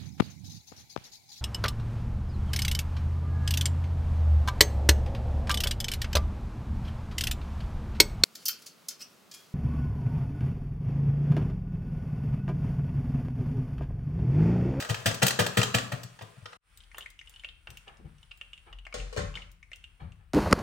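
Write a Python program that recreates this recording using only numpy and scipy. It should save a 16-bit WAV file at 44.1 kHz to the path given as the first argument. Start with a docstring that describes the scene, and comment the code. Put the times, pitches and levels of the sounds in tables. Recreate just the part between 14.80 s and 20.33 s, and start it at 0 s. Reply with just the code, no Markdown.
"""Dry rice is shaken from a plastic bag into a metal pot in a small tiled kitchen: grain noise, two-band
sprays, trickles and film snaps sound through the resonant hollow of pot and bag; damped sines make the bag flap.
After a short break come dry ticks of paired damped modes, then the pot, carried over, knocks down into a rice
cooker as contact noise rings its modes, and a dull thud of low noise follows.
Room rumble and faint rustle lie behind, with a low hum after the break."""
import sys
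import numpy as np
from scipy import signal
from scipy.fft import rfft, irfft
from scipy.io import wavfile

SR = 44100
rng = np.random.default_rng(int(sys.argv[2]) if len(sys.argv) > 2 else 0)


def file_out(sig):
    """Save sig as 16-bit WAV at sys.argv[1]."""
    # one column per channel
    cols = np.atleast_2d(sig).T
    # limit, then scale
    lim = np.clip(cols, -1, 1)
    pcm = np.round(lim * 32767).astype(np.int16)
    wavfile.write(sys.argv[1], SR, pcm)


N = 244049
TIME = np.arange(N) / SR
BREAK_S = 1.768
WALL_LAG_MS = -0.7  # sound by way of the tiled side wall reaches the left channel first


def from_db(db):
    """Decibels to amplitude gain."""
    return 10 ** (np.asarray(db) / 20)


def rms_one(x):
    """Scale to unit rms."""
    return x / np.sqrt(np.mean(x ** 2) + 1e-20)


def level(rows):
    """Gain over time, interpolated in dB from rows of (t/s, level/dB)."""
    return from_db(np.interp(TIME, *np.transpose(rows)))


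def at_hz(points, hz):
    """Read a table on a log-frequency axis."""
    points = np.array(points)
    return np.interp(np.log(np.maximum(hz, 1)), np.log(points[:, 0]), points[:, 1])


def cut(x, hz, kind):
    """Butterworth filter, design order 2."""
    return signal.sosfilt(signal.butter(2, hz, kind, fs=SR, output="sos"), x + 1e-18)


def colour(x, spectrum, size=8192):
    """Minimum-phase spectral filter that keeps the power of white noise."""
    gain = from_db(at_hz(spectrum, np.fft.rfftfreq(size, 1 / SR)))
    cepstrum = irfft(np.log(gain))
    # folding the cepstrum to positive time makes the response causal
    response = irfft(np.exp(rfft(2 * cepstrum[:size // 2], size)))
    return signal.fftconvolve(x, response / np.linalg.norm(response))[:N]


def resonance(x, hz, width_hz):
    """Two-pole band-pass with peak gain near 1."""
    r = np.exp(-np.pi * width_hz / SR)
    zeros = np.array([1, 0, -1]) * (1 - r * r) / 2
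    poles = [1, -2 * r * np.cos(2 * np.pi * hz / SR), r * r]
    return signal.lfilter(zeros, poles, x + 1e-18)


def burst(start_s, rise_s, fall_s):
    """Envelope: linear rise to 1, exponential fall."""
    age = TIME - start_s
    return np.clip(age / rise_s, 0, 1) * np.exp(-np.clip((age - rise_s) / fall_s, 0, 20))


def bursts(start_s, level_db, rise_s, fall_s):
    """Sum of bursts; each setting is one number or one per burst."""
    rows = zip(*np.broadcast_arrays(start_s, level_db, rise_s, fall_s))
    return sum(from_db(db) * burst(s, rise, fall) for s, db, rise, fall in rows)


def grains(per_s, spread_db):
    """Random one-sample impacts of uneven size and sign; rms 1."""
    sizes = from_db(spread_db * np.minimum(rng.exponential(1, N), 4))
    signs = rng.choice([-1, 1], N)
    return rms_one(sizes * signs * (rng.random(N) < per_s / SR))


def two_tone(x, body, treble, split_hz):
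    """Unit-rms bands below and above a split, each with its own envelope."""
    return body * rms_one(cut(x, split_hz, "low")) - treble * rms_one(cut(x, split_hz, "high"))


def stereo_noise(alike, mid, side):
    """Mix two noises into left and right with the given likeness."""
    return np.sqrt(1 + alike) * mid + np.sqrt(1 - alike) * side * [[1], [-1]]


def balance(pan_db):
    """Left and right gains that differ by pan_db."""
    return from_db([[pan_db / 2], [-pan_db / 2]])


# Kitchen decay: f/Hz, t60/s
DECAY_T60 = [(100, 0.65), (500, 0.35), (1500, 0.48), (4000, 0.39), (8000, 0.41), (15000, 0.098)]


def kitchen(x, wet_db, early_db, lag_ms, pan_db, early_fall_s=0.0036, early_alike=0.61, size=22050):
    """Direct sound, early reflections off tiles and cupboards, and a tail with its own decay in each band."""
    spacing_m, sound_m_per_s = 0.3, 343
    age, hz = np.arange(size) / SR, np.fft.rfftfreq(size, 1 / SR)
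    # long waves reach both channels alike, short ones do not
    alike = np.sinc(2 * hz * spacing_m / sound_m_per_s)
    white = stereo_noise(alike, *rfft(rng.standard_normal((2, size))))
    tail = 0
    edges_hz = np.append(0, np.geomspace(200, SR / 2, 10))
    for low, high in zip(edges_hz, edges_hz[1:]):
        band = irfft(white * (hz >= low) * (hz < high))
        tail = tail + band * from_db(-60 * age / at_hz(DECAY_T60, (low + high) / 2))
    tail = tail * np.clip(age / 0.0093, 0, 1)
    # small nearby surfaces throw back little bass
    mid, side = rng.standard_normal((2, size)) * (age > 0.001) * np.exp(-age / early_fall_s)
    early = cut(stereo_noise(early_alike, mid, side), 230, "high")
    tail = from_db(wet_db) * tail / np.linalg.norm(tail, axis=1, keepdims=True)
    early = from_db(early_db) * early / np.linalg.norm(early, axis=1, keepdims=True)
    direct = np.array([np.interp(TIME - lag_ms / 1000, TIME, x), x])
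    reflected = signal.fftconvolve(x[None], tail + early, axes=1)[:, :N]
    return (direct + reflected) * balance(pan_db)


# Room rumble spectrum: f/Hz, relative level/dB
AIR_SPECTRUM = [(22, -37), (32, -12), (43, 0.5), (65, -3.5), (100, -13), (170, -19.5), (300, -33.5),
                (1000, -38.5), (2500, -35.5), (6000, -61), (15000, -49)]
# Rustle spectrum: f/Hz, relative level/dB
CLOTH_SPECTRUM = [(200, -13), (500, -0.5), (1300, 6.5), (2200, 7.5), (2900, 6.5), (4000, 0.5), (7000, -7),
                  (9500, 7), (14000, -11.5)]
# Faint rustle of moving about: t/s, level/dB
RUSTLE_LEVEL = [(1.85, -69.5), (2.09, -73), (2.19, -64), (2.33, -81), (2.52, -68), (2.77, -78.5),
                (2.95, -68), (3.18, -77.5), (3.38, -73.5), (3.85, -74.5), (4.0, -84), (4.45, -69),
                (4.77, -83.5), (5.0, -76), (5.53, -83.5)]


def background(air_before_db=-72.5, air_after_db=-65.0, hum_hz=42.3, hum_db=-60.0):
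    """Coloured-noise rumble, an appliance's steady sine hum after the break, and grainy rustle."""
    air_gain = from_db(np.where(TIME < BREAK_S, air_before_db, air_after_db))
    air = air_gain * colour(rng.standard_normal(N), AIR_SPECTRUM)
    hum = from_db(hum_db) * (TIME > BREAK_S) * np.sin(2 * np.pi * hum_hz * TIME)
    rustle = level(RUSTLE_LEVEL) * colour(grains(2500, spread_db=3.5), CLOTH_SPECTRUM)
    return (kitchen(air, wet_db=-7.0, early_db=-9.5, lag_ms=0, pan_db=9.5)
            + hum * balance(5.0)
            + kitchen(rustle, wet_db=2.5, early_db=-5.5, lag_ms=0, pan_db=-0.5))


# Dull bumps on the worktop: t/s, low level/dB, hollow level/dB, fall/s
WORKTOP_BUMPS = [(2.875, -51, -61.5, 0.043), (3.189, -61, -55.5, 0.035), (3.242, -45.5, -50, 0.017),
                 (4.161, -45.5, -59, 0.072), (4.37, -28, -38.5, 0.021), (4.425, -34, -62, 0.026),
                 (4.554, -51.5, -80, 0.016), (5.202, -38.5, -54.5, 0.028), (5.240, -42, -76, 0.046)]
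# Soft handling scuffs: t/s, level/dB
HANDLING_SCUFFS = [(2.147, -62), (2.874, -61.5), (3.063, -54), (3.243, -67), (3.861, -58), (4.554, -60),
                   (5.194, -55.5), (5.391, -71.5)]
# Worktop booms as the pot's weight comes on it: t/s, level/dB
WORKTOP_BOOMS = [(3.87, -40.5), (4.135, -31.5), (4.4, -36.5), (4.62, -51)]
# Spectra of bump lows, bump hollows and scuffs: f/Hz, relative level/dB
BUMP_SPECTRUM = [(35, -10), (70, 5), (100, 5), (155, 2.5), (210, -23), (320, -37.5), (700, -51),
                 (2000, -106)]
HOLLOW_SPECTRUM = [(110, -4.5), (180, 8.5), (280, -8), (380, -12.5), (650, -15), (1200, -34), (3000, -52)]
SCUFF_SPECTRUM = [(120, 5), (300, -9), (600, 0.5), (1300, 0), (2200, -5.5), (4000, -18.5), (9000, -68.5)]


def handling(boom_hz=44.5):
    """Bumps and scuffs are enveloped coloured impacts; the loaded worktop booms as a low sine."""
    start, low_db, hollow_db, fall = np.transpose(WORKTOP_BUMPS)
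    bumps = bursts(start, low_db, 0.0149, fall) * colour(grains(2700, spread_db=-0.5), BUMP_SPECTRUM)
    grit = grains(2500, spread_db=2.5)
    hollows = bursts(start, hollow_db, 0.0058, fall) * colour(grit, HOLLOW_SPECTRUM)
    scuff_envelope = bursts(*np.transpose(HANDLING_SCUFFS), rise_s=0.0091, fall_s=0.048)
    scuffs = scuff_envelope * colour(grit[::-1], SCUFF_SPECTRUM)
    boom_envelope = bursts(*np.transpose(WORKTOP_BOOMS), rise_s=0.09, fall_s=0.087)
    boom = boom_envelope * np.sin(2 * np.pi * boom_hz * TIME)
    return (kitchen(bumps, wet_db=-11.0, early_db=-29.5, lag_ms=0, pan_db=6.5)
            + kitchen(scuffs + hollows, wet_db=-3.5, early_db=2.0, lag_ms=-0.37, pan_db=2.0)
            + boom * balance(3.2))


def faint_ticks(count=4):
    """Weak ticks at random moments while the pot is carried, uneven in strength and pitch."""
    span_s, mid_db, mid_hz, knock_db = (2.4, 3.6), -53.5, 2870, -68
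    draws = rng.uniform(-1.2, 1, (count, 3))
    return [(np.interp(when, [-1, 1], span_s), mid_db + 3 * strength, mid_hz * (1 + 0.1 * pitch), knock_db)
            for when, strength, pitch in draws]


# Small dry ticks: t/s, ring level/dB, f/Hz, knock level/dB
DRY_TICKS = [(2.0044, -43.5, 3210, -61), (2.0363, -47.5, 3210, -72), (2.1153, -43, 2080, -62),
             (2.1456, -35.5, 2760, -31), (2.172, -39.5, 3140, -48), (2.1822, -35, 3420, -23.5),
             (2.208, -32.5, 2900, -45), (2.2238, -34.5, 3170, -57), (2.2603, -30, 2140, -51),
             (2.391, -34, 2880, -69), (2.4132, -38.5, 2080, -58.5), (2.473, -38.5, 2930, -51),
             (2.5396, -44, 2930, -69), (2.5608, -37.5, 3010, -59), (2.596, -37.5, 3100, -65),
             (2.6364, -38, 2230, -38), (2.646, -24.5, 2750, -31.5), (2.6882, -35, 3200, -42.5),
             (2.8721, -33.5, 2740, -26.5), (2.9031, -39, 2700, -42.5), (2.9715, -35.5, 2760, -58),
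             (3.0796, -37.5, 2860, -58), (3.4296, -44, 3030, -49), (3.511, -41, 2820, -44),
             (3.5149, -33, 2720, -44), (3.6123, -28, 2780, -33), (3.7322, -31.5, 2880, -45),
             (3.7773, -40.5, 2770, -63), (3.928, -34.5, 2900, -37), (3.987, -39, 2920, -58.5),
             (4.0521, -37, 2790, -44.5), (4.0671, -32.5, 2150, -29.5), (4.126, -33, 2280, -34.5),
             (4.2005, -32.5, 2710, -50), (4.5411, -35.5, 2720, -37), (4.5542, -25.5, 3060, -36),
             (4.572, -29.5, 2160, -48), (4.6204, -35, 2910, -39), (4.8285, -40, 2190, -55),
             (4.9166, -36, 2100, -42.5), (4.932, -30, 2770, -39), (5.0407, -33, 2830, -44),
             (5.3206, -47.5, 2740, -63)]
# Thin bright clicks without ring: t/s, level/dB
BRIGHT_CLICKS = [(1.9741, -40), (2.1823, -30), (2.303, -44.5), (2.4952, -42.5), (2.9038, -41),
                 (2.972, -41.5), (3.5744, -50.5), (4.716, -48), (4.959, -45.5)]


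def ticks(upper_db=-8.5, upper_ratio=1.106, grit_db=-8.5, grit_width_hz=1500,
          crack_db=-51.0, crack_follows=0.12, size=2048):
    """A tick is two damped modes, gritty contact, crack and knock; a click is a bright crack alone."""
    out, age = np.zeros(N + size), np.arange(size) / SR
    usual_db = np.mean([row[1] for row in DRY_TICKS])
    crack_fall = np.exp(-age / 0.0016)
    for s, db, hz, knock_db in [*DRY_TICKS, *faint_ticks()]:
        crack_noise, knock_noise, grit_noise = rng.standard_normal((3, size))
        turn = 2 * np.pi * hz * age
        modes = np.sin(turn) + from_db(upper_db) * np.sin(upper_ratio * turn)
        ring = from_db(db) * modes * (np.exp(-age / 0.0018) - np.exp(-age / 0.0003))
        # gritty contact widens the ring
        grit = from_db(db + grit_db) * resonance(grit_noise * np.exp(-age / 0.0012), hz, grit_width_hz)
        # stronger contacts crack a little louder
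        crack_gain = from_db(crack_db + crack_follows * (db - usual_db))
        crack = crack_gain * cut(crack_noise * crack_fall, [3800, 7800], "band")
        knock = from_db(knock_db) * cut(knock_noise * np.exp(-age / 0.0019), [550, 1900], "band")
        out[round(s * SR):][:size] += ring + grit + crack + knock
    for s, db in BRIGHT_CLICKS:
        click = cut(rng.standard_normal(size) * crack_fall, [3800, 16000], "band")
        out[round(s * SR):][:size] += from_db(db) * click
    return kitchen(out[:N], wet_db=-7.0, early_db=-0.5, lag_ms=0, pan_db=1.5,
                   early_fall_s=0.0068, early_alike=0.09)


# Pot knocks and settling: t/s, body level/dB, treble level/dB, fall/s, ring level/dB
POT_CONTACTS = [(4.140, -68, -37.5, 0.0066, -39.5), (4.175, -68, -55.5, 0.064, -60),
                (4.326, -63, -47, 0.0075, -53), (4.363, -48.5, -52, 0.0058, -43),
                (4.371, -41, -40, 0.015, -44.5), (4.556, -54.5, -54.5, 0.015, -65.5),
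                (5.205, -73, -94, 0.027, -72)]
# Modes of the pot in the cooker: f/Hz, width/Hz, level/dB
POT_MODES = [(443, 18.2, 0), (493.6, 34, 5.5), (577, 8.3, -1), (754, 5.3, -3), (1105, 38, -5),
             (1257, 23, -11), (1380, 26, -21), (1830, 30, -5), (2320, 27, -9), (2900, 55, -9),
             (3400, 40, -18), (4220, 90, -7.5), (5270, 41, -24)]
# Contact rattle spectrum: f/Hz, relative level/dB
CLANK_SPECTRUM = [(150, -13), (300, 0.5), (550, -2), (1100, 0.5), (2000, -3.5), (4200, -9.5), (8500, -11.5),
                  (14000, -35)]


def pot_knocks():
    """The landing pot rattles in many brief contacts, which set its modes ringing."""
    start, body_db, treble_db, fall, ring_db = np.transpose(POT_CONTACTS)
    body = bursts(start, body_db, 0.0016, fall)
    treble = bursts(start, treble_db, 0.0012, fall)
    rattle = two_tone(colour(grains(5000, spread_db=0.0), CLANK_SPECTRUM), body, treble, split_hz=2330)
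    contacts = grains(5000, spread_db=3.5) * bursts(start, ring_db, 0.0014, fall)
    rings = np.zeros(N)
    for hz, width_hz, db in POT_MODES:
        # a narrow mode gathers less of the rattle: gain makes up for width
        width_gain = np.sqrt(SR / (np.pi * width_hz))
        rings += from_db(db) * width_gain * resonance(contacts, hz, width_hz)
    return (kitchen(rattle, wet_db=2.0, early_db=-3.0, lag_ms=0.14, pan_db=-0.5)
            + kitchen(rings, wet_db=-3.5, early_db=-1.0, lag_ms=WALL_LAG_MS, pan_db=6.0))


# Bag shakes: t/s, spray body level/dB, spray treble level/dB, spray rise/s, flap level/dB, flap f/Hz
BAG_SHAKES = [(0.0, -42.5, -38, 0.0016, -48, 116), (0.089, -34, -35.5, 0.0074, -22, 114.7),
              (0.257, -26.5, -25, 0.0017, -21.5, 113.2), (0.417, -24.5, -29, 0.0076, -19.5, 131),
              (0.589, -24, -26, 0.0033, -23.5, 111.6), (0.769, -23.5, -25.5, 0.0032, -17, 118.8),
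              (0.939, -27, -32, 0.0063, -21, 119.5), (1.116, -36.5, -44, 0.0049, -26, 125.7),
              (1.231, -56.5, -74, 0.0016, -40, 121), (1.408, -44, -65, 0.0039, -39.5, 111),
              (1.562, -63, -83, 0.0033, -44.5, 125.7), (1.611, -64, -85, .003, -44, 100)]


def bag_flaps(upper_db=-11.0, upper_ratio=1.4, linger_db=-24.0):
    """At each shake the bag walls swing briefly in a low mode and a weaker upper one."""
    delay_s, rise_s, fall_s, linger_s = 0.007, 0.014, 0.016, 0.06
    out = np.zeros(N)
    for s, _, _, _, db, hz in BAG_SHAKES:
        start = s + delay_s
        turn = 2 * np.pi * hz * (TIME - start)
        swing = burst(start, rise_s, fall_s) + from_db(linger_db) * burst(start, rise_s, linger_s)
        upper = from_db(upper_db) * np.sin(upper_ratio * turn + rng.uniform(0, 2 * np.pi))
        out += from_db(db) * swing * (np.sin(turn) + upper)
    return kitchen(out, wet_db=-14.0, early_db=-24.5, lag_ms=0, pan_db=6.0)


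# Snaps of the bag's film: t/s, body level/dB, treble level/dB
FILM_SNAPS = [(0.023, -34, -41.5), (0.0474, -37, -43), (0.1438, -29.5, -38.5), (0.3106, -31.5, -43),
              (0.3436, -46.5, -32.5), (0.429, -38, -17.5), (0.4651, -29.5, -16), (0.4806, -33.5, -19),
              (0.506, -28, -27), (0.6638, -26.5, -29), (0.8151, -21.5, -36), (0.8303, -24.5, -25),
              (0.9472, -25.5, -26), (0.9832, -27.5, -38), (1.232, -75, -37), (1.3895, -45, -71),
              (1.4205, -69, -47), (1.6568, -36, -63), (1.722, -52, -77), (1.73, -45, -72)]
# Loose grains sliding as the bag empties: t/s, level/dB
SLIDING_LEVEL = [(0, -45.5), (.09, -53.5), (.35, -57.5), (.55, -52.5), (1.0, -55.5), (1.2, -66.5),
                 (1.77, -76)]
# Grain spectrum: f/Hz, relative level/dB
GRAIN_SPECTRUM = [(120, -9), (190, 10.5), (300, 1), (450, 6.5), (900, -1.5), (1600, 0.5), (2100, -7),
                  (3200, -4), (5000, -8.5), (8500, -8.5), (14000, -15.5)]
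# Modes of the rice-filled pot and bag: f/Hz, width/Hz, level/dB
CAVITY_MODES = [(400, 6.5, -3), (467, 50, 6), (644, 130, 3.5), (727, 74, 0.5), (1010, 22, 9.5),
                (1149, 30, 1.5), (1194, 160, -0.5), (1594, 16, -3.5), (1624, 53, -8), (3010, 270, -8)]


def rice(strike_db=-14.5, hollow_db=-6.5, low_split_hz=750):
    """Grain sprays, trickles and film snaps excite the resonant hollow of pot and bag."""
    start, body_db, treble_db, rise, _, _ = np.transpose(BAG_SHAKES)
    body, treble = (bursts(start, db, rise, 0.015) for db in (body_db, treble_db))
    spray = two_tone(colour(grains(7000, spread_db=3.5), GRAIN_SPECTRUM), body, treble, split_hz=2730)

    snap_start, snap_body_db, snap_treble_db = np.transpose(FILM_SNAPS)
    snap_body = bursts(snap_start, snap_body_db, 0.00033, 0.003)
    snap_treble = bursts(snap_start, snap_treble_db, 0.00093, 0.003)
    film_noise = cut(colour(grains(14000, spread_db=0.0), GRAIN_SPECTRUM), 900, "high")
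    film = two_tone(film_noise, snap_body, snap_treble, split_hz=4400)

    # single grains that strike bare metal, in a fine stream
    strikes = grains(260, spread_db=2.0)
    stream = grains(2500, spread_db=2.5) + from_db(strike_db) * strikes
    # each trickle sits 25 dB below its spray body
    trickle = bursts(start, body_db - 25, rise_s=0.07, fall_s=0.05)
    flow = (trickle + level(SLIDING_LEVEL)) * (TIME < BREAK_S)
    hits = spray + film + flow * cut(colour(stream, GRAIN_SPECTRUM), 410, "high")

    modes = sum(from_db(db) * resonance(hits, hz, width_hz) for hz, width_hz, db in CAVITY_MODES)
    hollow = from_db(hollow_db) * modes
    # crackle arrives straight; low body and hollow come by way of the side wall
    crackle, low = cut(hits, low_split_hz, "high"), cut(hits, low_split_hz, "low")
    return (kitchen(crackle, wet_db=-3.5, early_db=2.5, lag_ms=0.15, pan_db=1.0)
            + kitchen(low, wet_db=-3.5, early_db=0.0, lag_ms=WALL_LAG_MS, pan_db=4.5, early_alike=0)
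            + kitchen(hollow, wet_db=0.5, early_db=2.5, lag_ms=WALL_LAG_MS, pan_db=3.5, early_alike=0))


def short_break(close_s=0.008, hold_s=0.024, return_s=0.046, depth_db=43.5):
    """Gain that drops quickly, holds, then recovers exponentially in dB."""
    age = TIME - BREAK_S
    recovery = np.exp(-np.maximum(age - close_s - hold_s, 0) / return_s)
    shut = np.clip(age / close_s, 0, 1) * recovery
    return from_db(-depth_db * shut)


def scene():
    """All sources in the kitchen, under the short break after the pouring."""
    sources = rice() + bag_flaps() + ticks() + pot_knocks() + handling() + background()
    return sources * short_break()


def record(dry, notch_hz=11100, notch_width_hz=1900, notch_depth=0.92, rumble_hz=28, cutoff_hz=16950):
    """The microphone loses the deepest bass and dips in the high treble; a steep low-pass cuts the top."""
    heard = cut(dry, rumble_hz, "high")
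    for hz in (notch_hz - 400, notch_hz + 400):
        heard = heard - notch_depth * resonance(heard, hz, notch_width_hz)
    return signal.sosfilt(signal.cheby2(16, 70, cutoff_hz, fs=SR, output="sos"), heard)


dry = scene()
out = record(dry)
file_out(out)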